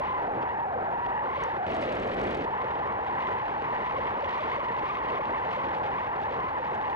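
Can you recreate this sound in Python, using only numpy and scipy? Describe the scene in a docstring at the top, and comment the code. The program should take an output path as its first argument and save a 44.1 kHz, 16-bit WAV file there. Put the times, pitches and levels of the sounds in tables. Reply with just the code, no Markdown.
"""Open sky, in free fall: air tears past a small camera held at arm's length.
Its edge sheds vortices that howl hoarsely near 900 Hz over turbulent rush and hiss,
now and then pairing into a lower hoot. Light ticks and one click sound on the housing.
For a moment the camera turns, the flow breaks away and buffets it; then the howl catches again."""
import sys
import numpy as np
from scipy import signal
from scipy.fft import rfft, irfft, next_fast_len
from scipy.io import wavfile
from scipy.ndimage import uniform_filter1d

SR = 44100
rng = np.random.default_rng(int(sys.argv[2]) if len(sys.argv) > 2 else 0)


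def dump_mix(stems):
    """Bounce the given channels to the path in sys.argv[1] as a 16-bit WAV at rate SR."""
    frames = np.atleast_2d(stems).T  # one column per channel
    limited = np.clip(frames, -1, 1)  # hard clip at full scale
    pcm = np.round(limited * 32767).astype(np.int16)
    wavfile.write(sys.argv[1], SR, pcm)


N = 306495
TIME = np.arange(N) / SR
BREAKAWAY_S, REATTACH_S = 1.662, 2.455

# hiss of passing air: (frequency [Hz], relative density [dB])
HISS_SPECTRUM = [(800, -16), (2000, 5), (3000, -1), (4000, -10), (5000, -18.5), (7000, -31), (10000, -43.5),
                 (13500, -47)]
# spit of detached air: (frequency [Hz], relative density [dB])
SPIT_SPECTRUM = [(1500, -6), (4000, 7), (6000, -0.5), (9000, -7), (11000, -19.5), (13500, -34.5)]


def from_db(db):
    """Decibels to gain."""
    return 10 ** (np.asarray(db) / 20)


def unit_rms(x):
    """Scale to rms 1."""
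    return x / np.sqrt(np.mean(x ** 2) + 1e-20)


def in_time(rows):
    """One linearly interpolated curve per column after the time."""
    times_s, *columns = np.transpose(rows)
    return [np.interp(TIME, times_s, column) for column in columns]


def bump(at_s, width_s):
    """Gaussian of height 1."""
    return np.exp(-np.minimum(np.abs(TIME - at_s) / width_s, 10) ** 2)


def colour(x, spectrum, turn=1):
    """Filter by a (Hz, dB) curve and a 10 Hz low cut; turn=1j advances the phase a quarter cycle."""
    hz, db = np.transpose(spectrum)
    size = next_fast_len(N)
    bins_hz = np.maximum(np.arange(size // 2 + 1) * SR / size, 1)
    gain = from_db(np.interp(np.log(bins_hz), np.log(hz), db))
    low_cut = bins_hz ** 2 / (bins_hz ** 2 + 10 ** 2)
    return irfft(rfft(x, size) * gain * low_cut * turn, size)[:N]


def noise(spectrum):
    """Coloured noise, rms 1."""
    return unit_rms(colour(rng.standard_normal(N), spectrum))


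def drift(rate_hz):
    """Smooth random curve, rms 1, rolling off above rate_hz."""
    step, settle = 8, 4000
    pole = np.exp(-2 * np.pi * rate_hz * step / SR)
    white = rng.standard_normal(N // step + settle + 2)
    slow = signal.lfilter([1], [1, -2 * pole, pole * pole], white)[settle:]
    return np.interp(np.arange(N) / step, np.arange(len(slow)), unit_rms(slow))


def scatter(per_s, level_db, spread_db):
    """Impulses of random time and level."""
    return (rng.random(N) < per_s / SR) * from_db(level_db + spread_db * rng.standard_normal(N))


def decay(hits, decay_s):
    """Exponential tail on each impulse."""
    return signal.lfilter([1], [1, -np.exp(-1 / (decay_s * SR))], hits + 1e-18)


def airflow(detached, detached_db=-52, waver_db=0.68):
    """Flow strength in dB over its usual value."""
    # attached flow: (time [s], relative level [dB])
    flow_curve = [(0, -54.5), (0.22, -61), (.5, -62), (0.72, -66), (1.2, -61.5), (1.42, -53.5),
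                  (1.64, -62.5), (2.47, -60.5), (2.75, -57), (3.0, -59.5), (3.27, -54.5), (3.6, -58.5),
                  (3.85, -55), (4.17, -56.5), (4.38, -51), (4.75, -55.5), (5.13, -54), (5.3, -59),
                  (5.55, -51), (5.78, -57.5), (5.93, -53), (6.05, -58), (6.11, -63), (6.19, -57.5),
                  (6.95, -56.5)]
    attached_db, = in_time(flow_curve)
    flow_db = attached_db + (detached_db - attached_db) * detached + waver_db * drift(7.7)
    return flow_db - np.median(attached_db)


def ticks():
    """Millisecond bursts on the housing: a few clear, many faint."""
    # clear ticks: (time [s], relative level [dB])
    clear_ticks = [(0.32, -59), (1.303, -58), (3.315, -59), (4.337, -58), (4.952, -59), (5.755, -59),
                   (5.784, -58), (6.75, -59), (6.908, -56)]
    # one tick: (frequency [Hz], relative density [dB])
    tick_spectrum = [(2000, -9), (4500, 1.5), (6100, 3.5), (8000, -1.5), (10000, -4.5), (13500, -10.5)]
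    hits = scatter(per_s=8.3, level_db=-69.5, spread_db=2.8)
    for at_s, db in clear_ticks:
        hits[round(at_s * SR)] = from_db(db - 1.5)
    return decay(hits, decay_s=0.0007) * noise(tick_spectrum)


def click(at_s=1.4381, attack_s=0.0001):
    """One hard contact rings the housing for a few milliseconds."""
    # housing modes: (frequency [Hz], level [dB], t60 [s])
    modes = [(4700, -42.5, 0.0037), (6100, -32.5, 0.0036), (7400, -42, 0.0026), (10000, -50, .002)]
    age_s = np.clip(TIME - at_s, 0, 0.1)
    ring = sum(from_db(db - 60 * age_s / t60_s) * np.sin(2 * np.pi * hz * age_s)
               for hz, db, t60_s in modes)
    return ring * (1 - np.exp(-age_s / attack_s))


def puffs(rows, spectrum):
    """One smooth swell of noise per row."""
    return sum(from_db(db) * bump(at_s, width_s) for at_s, width_s, db in rows) * noise(spectrum)


def flaps():
    """Soft flaps in the passing air."""
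    # puffs of hiss: (time [s], width [s], level [dB])
    flap_events = [(.425, 0.013, -49), (1.064, .003, -44)]
    return puffs(flap_events, HISS_SPECTRUM)


def stalls():
    """The flow half lets go of the edge and roars."""
    # partial separations: (time [s], width [s], level [dB])
    stall_events = [(.34, 0.14, -37.5), (1.27, 0.043, -40), (5.14, 0.062, -38), (5.75, 0.27, -46.5)]
    # their roar: (frequency [Hz], relative density [dB])
    roar_spectrum = [(130, -20), (300, -5.5), (480, 0.5), (650, -1), (1200, -18), (6000, -85)]
    return puffs(stall_events, roar_spectrum)


def slaps(detached, snaps_per_s=2200):
    """Slaps of detached air tear into tiny snaps; lighter ones come at random."""
    # hardest slaps: (time [s], width [s], relative peak [dB])
    hard_slaps = [(1.671, 0.0021, -59), (1.715, .003, -54), (1.747, .006, -49.5), (1.767, .004, -53),
                  (1.815, 0.002, -47), (1.823, .004, -52), (1.837, 0.0019, -53), (1.863, .001, -49),
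                  (1.925, .004, -51), (1.954, .005, -54), (1.999, 0.0019, -48), (2.028, 0.002, -55),
                  (2.068, 0.00098, -51), (2.078, .0011, -50), (2.144, .0014, -48), (2.197, .004, -55),
                  (2.216, 0.002, -46), (2.24, .005, -53), (2.27, .0014, -51), (2.291, .002, -50),
                  (2.309, .004, -52), (2.328, .0015, -52), (2.349, .0035, -50), (2.374, .0035, -50),
                  (2.441, .001, -49)]
    hard = sum(from_db(db - 4) * bump(at_s, width_s) for at_s, width_s, db in hard_slaps)
    light = decay(detached * scatter(per_s=30, level_db=-61, spread_db=2.2), decay_s=0.0018)
    snaps = (rng.random(N) < snaps_per_s / SR) * rng.choice([-1, 1], N)
    return (hard + light) * unit_rms(colour(snaps, SPIT_SPECTRUM))


def turbulence(rough, order, detached, gusts, swell, excess_db):
    """Disordered eddies take the energy the howl loses; detached flow buffets and spits."""
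    # pressure swings, attached eddies, detached eddies: (frequency [Hz], relative density [dB])
    rumble_spectrum = [(20, -25.5), (48, -4.5), (85, 0.5), (160, -3.5), (4000, -86)]
    rush_spectrum = [(30, -41.5), (200, -1), (290, -1.5), (470, 4.5), (680, 1.5), (1000, -2.5), (1350, -5),
                     (2000, -12), (2800, -30.5), (7000, -71)]
    buffet_spectrum = [(20, -15.5), (50, -1), (110, -1.5), (320, 3.5), (500, 2.5), (800, 1), (1200, -8),
                       (1800, -13), (2400, -20), (3000, -34), (7000, -69)]
    rumble = from_db(-50) * noise(rumble_spectrum)
    rush = from_db(-40) * noise(rush_spectrum) * unit_rms(1 - 0.57 * order)
    buffet = from_db(-33) * noise(buffet_spectrum)
    hiss = from_db(-53.5 + 2.98 * gusts) * noise(HISS_SPECTRUM) * unit_rms(1 - 0.2 * order)
    spit = from_db(-76 + 2.8 * np.minimum(gusts, 2)) * noise(SPIT_SPECTRUM) * (detached + 0.035)
    attached = from_db(1.5 * rough) * (rumble + rush)
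    body = attached * (1 - detached) + buffet * detached
    return swell * body + from_db(0.99 * excess_db) * (hiss + spit)


def edge(detached, breakaway_hz=751, sag_hz_per_s=440, detached_rough=0.95):
    """Pitch, roughness and upper-stage share of the shedding; detached, it is rough and sinks."""
    # edge turning in the flow: (time [s], upper stage [Hz], roughness [0-1], upper share [0-1])
    shedding_curve = [(0, 1020, 0.5, 0.56), (.15, 1015, .42, 0.66), (.21, 976, 0.38, 0.68),
                      (.28, 924, .95, 0), (.45, 954, 0.62, 0.6), (.57, 949, 0.55, 0.4),
                      (.61, 948, 0.41, 0.9), (.66, 940, 0.47, 0.06), (.83, 953, 0.46, 0.29),
                      (.9, 952, 0.47, 0.2), (.94, 949.7, 0.46, 0.66), (1.17, 960.5, 0.5, 0.53),
                      (1.22, 974.6, 0.43, 0.3), (1.4, 1080, 0.92, 0.4), (1.54, 995, 0.85, 0.32),
                      (1.63, 866.7, .55, 0.17), (2.5, 975, 0.84, 0.38), (2.92, 1009, 0.72, 0.71),
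                      (3.05, 980, 0.72, .36), (3.27, 1017, .7, 0.58), (3.6, 987, 0.78, 0.24),
                      (3.72, 1000, 0.71, 0.47), (4.2, 999, .72, 0.56), (4.56, 1038, .84, 0.66),
                      (4.75, 1008, 0.75, 0.49), (5.05, 1027, 0.82, 0.51), (5.45, 984.6, 0.78, 0.4),
                      (5.6, 1020, 0.77, 0.54), (5.85, 969.7, 0.61, 0.32), (6.0, 1016, 0.76, 0.46),
                      (6.2, 976.3, 0.79, 0.52), (6.48, 1021, 0.74, 0.58), (6.62, 994.3, .8, 0.43),
                      (6.95, 1004, 0.6, 0.35)]
    # brief swerves, upper stage taking over: (time [s], width [s], pitch [Hz])
    swerves = [(.565, 0.01302, 780), (.742, .013, 761), (.89, .02, 794), (1.322, 0.00809, 1090),
               (1.4, 0.01606, 1124), (3.965, 0.01211, 1060), (4.21, .018, 865), (4.399, .008, 1190),
               (4.54, 0.01196, 1139), (4.905, 0.01203, 1149), (5.46, .012, 800), (5.855, .02, 795),
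               (5.968, 0.00997, 1100), (6.225, .025, 791.5)]
    hz, rough, share = in_time(shedding_curve)
    for at_s, width_s, swerve_hz in swerves:
        pull = bump(at_s, width_s)
        hz = hz + (swerve_hz - hz) * pull
        rough = rough * (1 - 0.2005 * pull)
        share = share + (1 - share) * pull
    sinking_hz = breakaway_hz - sag_hz_per_s * (np.clip(TIME, BREAKAWAY_S, REATTACH_S) - BREAKAWAY_S)
    hz = hz + (sinking_hz - hz) * detached
    rough = rough + (detached_rough - rough) * detached
    return hz, np.clip(rough, 0.01, 1), np.clip(share, 0, 1)


def pairing(tone, jitter=0.07, sag_hz_per_s=2500):
    """For a few cycles merged vortices replace the tone with a lower, sagging hoot."""
    # vortex mergers: (time [s], width [s], pitch [Hz], relative level [dB])
    mergers = [(0.006, .006, 555.5, -33), (0.766, .008, 525, -36), (1.382, .007, 559, -35.5),
               (2.646, .009, 534.8, -34.5), (3.622, .006, 470, -35.5), (3.992, .011, 505.1, -34),
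               (4.238, .008, 578, -33), (4.411, .011, 609, -35.5), (4.587, .008, 535, -35.5),
               (5.198, .006, 570, -36.5), (5.577, .005, 627.4, -35), (6.315, .008, 522, -38.5),
               (6.609, .012, 499, -38)]
    windows = [bump(at_s, width_s) for at_s, width_s, _, _ in mergers]
    share = np.minimum(sum(windows), 1)
    _, hz, db = in_time(mergers)
    offset_s = sum((TIME - at_s) * (window > 0.01) for (at_s, *_), window in zip(mergers, windows))
    hoot_hz = (hz - sag_hz_per_s * offset_s) * np.exp(jitter * drift(230))
    hoot = np.sqrt(2) * from_db(db + 3) * np.cos(2 * np.pi * np.cumsum(hoot_hz) / SR)
    return (1 - share) * tone + share * hoot


def rasp(excess_db, width_s=0.017, chance_db=2):
    """Overtone gain: crests steepen in faster flow and flare in short bursts."""
    # raspy moments: (time [s], overtone lift [dB])
    flares = [(.12, 2.5), (.56, 4), (.84, 2.5), (.94, 6.5), (1.16, 1)]
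    flare_db = sum(db * bump(at_s, width_s) for at_s, db in flares) + chance_db * drift(25)
    return from_db(0.3 * np.minimum(excess_db, 2) + flare_db)


def vortices(hz, looseness, wander, jitter=0.07):
    """Phasor with one turn per vortex, unevenly spaced."""
    detune = looseness * (wander * drift(44.87) + jitter * drift(349.6))
    return np.exp(2j * np.pi * np.cumsum(hz * np.exp(detune)) / SR)


def howl(upper_hz, rough, share, order, detached, excess_db):
    """Two shedding stages compete for the flow and fade as it loses order; crests mix into overtones."""
    # second and third harmonic: (relative level [dB])
    overtones_db = [-14, -29]
    level_db = (-33 - 3.5 * rough) * (1 - detached) - 38.5 * detached + 0.15 * drift(8)
    lower_hz = upper_hz * (0.8 + 0.075 * rough)
    upper_lead = (1 + np.tanh(3.5 * (drift(90) + 3 * (share - 0.5)))) / 2
    strength = unit_rms(order * from_db(1.1 * rough * drift(130)))
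    wander = 0.062 + 0.08 * detached
    upper = vortices(upper_hz, rough ** 1.701, wander)  # the steadier stage
    lower = vortices(lower_hz, rough ** 0.5, wander)
    wave = strength * (np.sqrt(upper_lead) * upper + np.sqrt(1 - upper_lead) * lower)
    # smooth air: both stages shape the crests; rough air: only the leader
    blend = np.clip(share + np.sqrt(rough) * (upper_lead - share), 0, 1)
    smear_rad = 0.8 * rough * drift(70)
    crest = (np.sqrt(blend) * upper + np.sqrt(1 - blend) * lower) * np.exp(1j * smear_rad)
    overtones = sum(from_db(db) * crest ** k for k, db in enumerate(overtones_db, 1))
    return np.sqrt(2) * from_db(level_db) * np.real(wave * (1 + strength * rasp(excess_db) * overtones))


def scene():
    """Eddies sweep over the right microphone port, then the left."""
    # eddies crossing both ports, eddies at one alone: (frequency [Hz], side over mid [dB])
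    swept_side = [(50, -31.5), (130, -20.5), (260, -11), (500, -2.5), (900, 2), (1600, 3), (3000, 0.5),
                  (5000, -4.5), (8000, -16.5), (12000, -22.5)]
    local_side = [(50, -30.5), (130, -20), (280, -11.5), (550, -10), (1000, -5.5), (2000, -4), (4000, -4),
                  (6500, -3), (9000, -14), (13000, -16)]
    detached = np.clip(np.minimum(TIME - BREAKAWAY_S, REATTACH_S - TIME) / 0.0081 + 0.5, 0, 1)
    excess_db = airflow(detached)
    upper_hz, rough, share = edge(detached)
    # 1: vortices leave in step; 0: they break up
    order = (1 + np.tanh(2 * (drift(160) + 1.84 - 0.76 * rough))) / 2
    gusts = unit_rms(drift(160) + 0.6 * drift(27))
    swell = from_db(0.96 * drift(5.5))
    shared = turbulence(rough, order, detached, gusts, swell, excess_db)
    local = turbulence(rough, order, detached, gusts, swell, excess_db)
    tone = howl(upper_hz, rough, share, order, detached, excess_db)
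    swept = shared + stalls() + flaps() + pairing(tone)
    mid = swept + click() + ticks() + slaps(detached)
    # stereo widening: side signal a quarter cycle ahead
    side = colour(swept, swept_side, turn=1j) + colour(local, local_side)
    return np.array([mid - side, mid + side])


def record(dry, limit_db=-26.5, stopband_hz=14800):
    """A fast limiter holds the loudest gusts down; a steep low-pass cuts the top."""
    power = uniform_filter1d(np.mean(dry ** 2, axis=0), size=90)
    overload = np.maximum(power / from_db(limit_db) ** 2, 1)
    gain = uniform_filter1d(overload ** -0.5, size=60)
    low_pass = signal.cheby2(12, 60, stopband_hz, fs=SR, output="sos")
    return signal.sosfilt(low_pass, dry * gain)


dry = scene()
out = record(dry)
dump_mix(out)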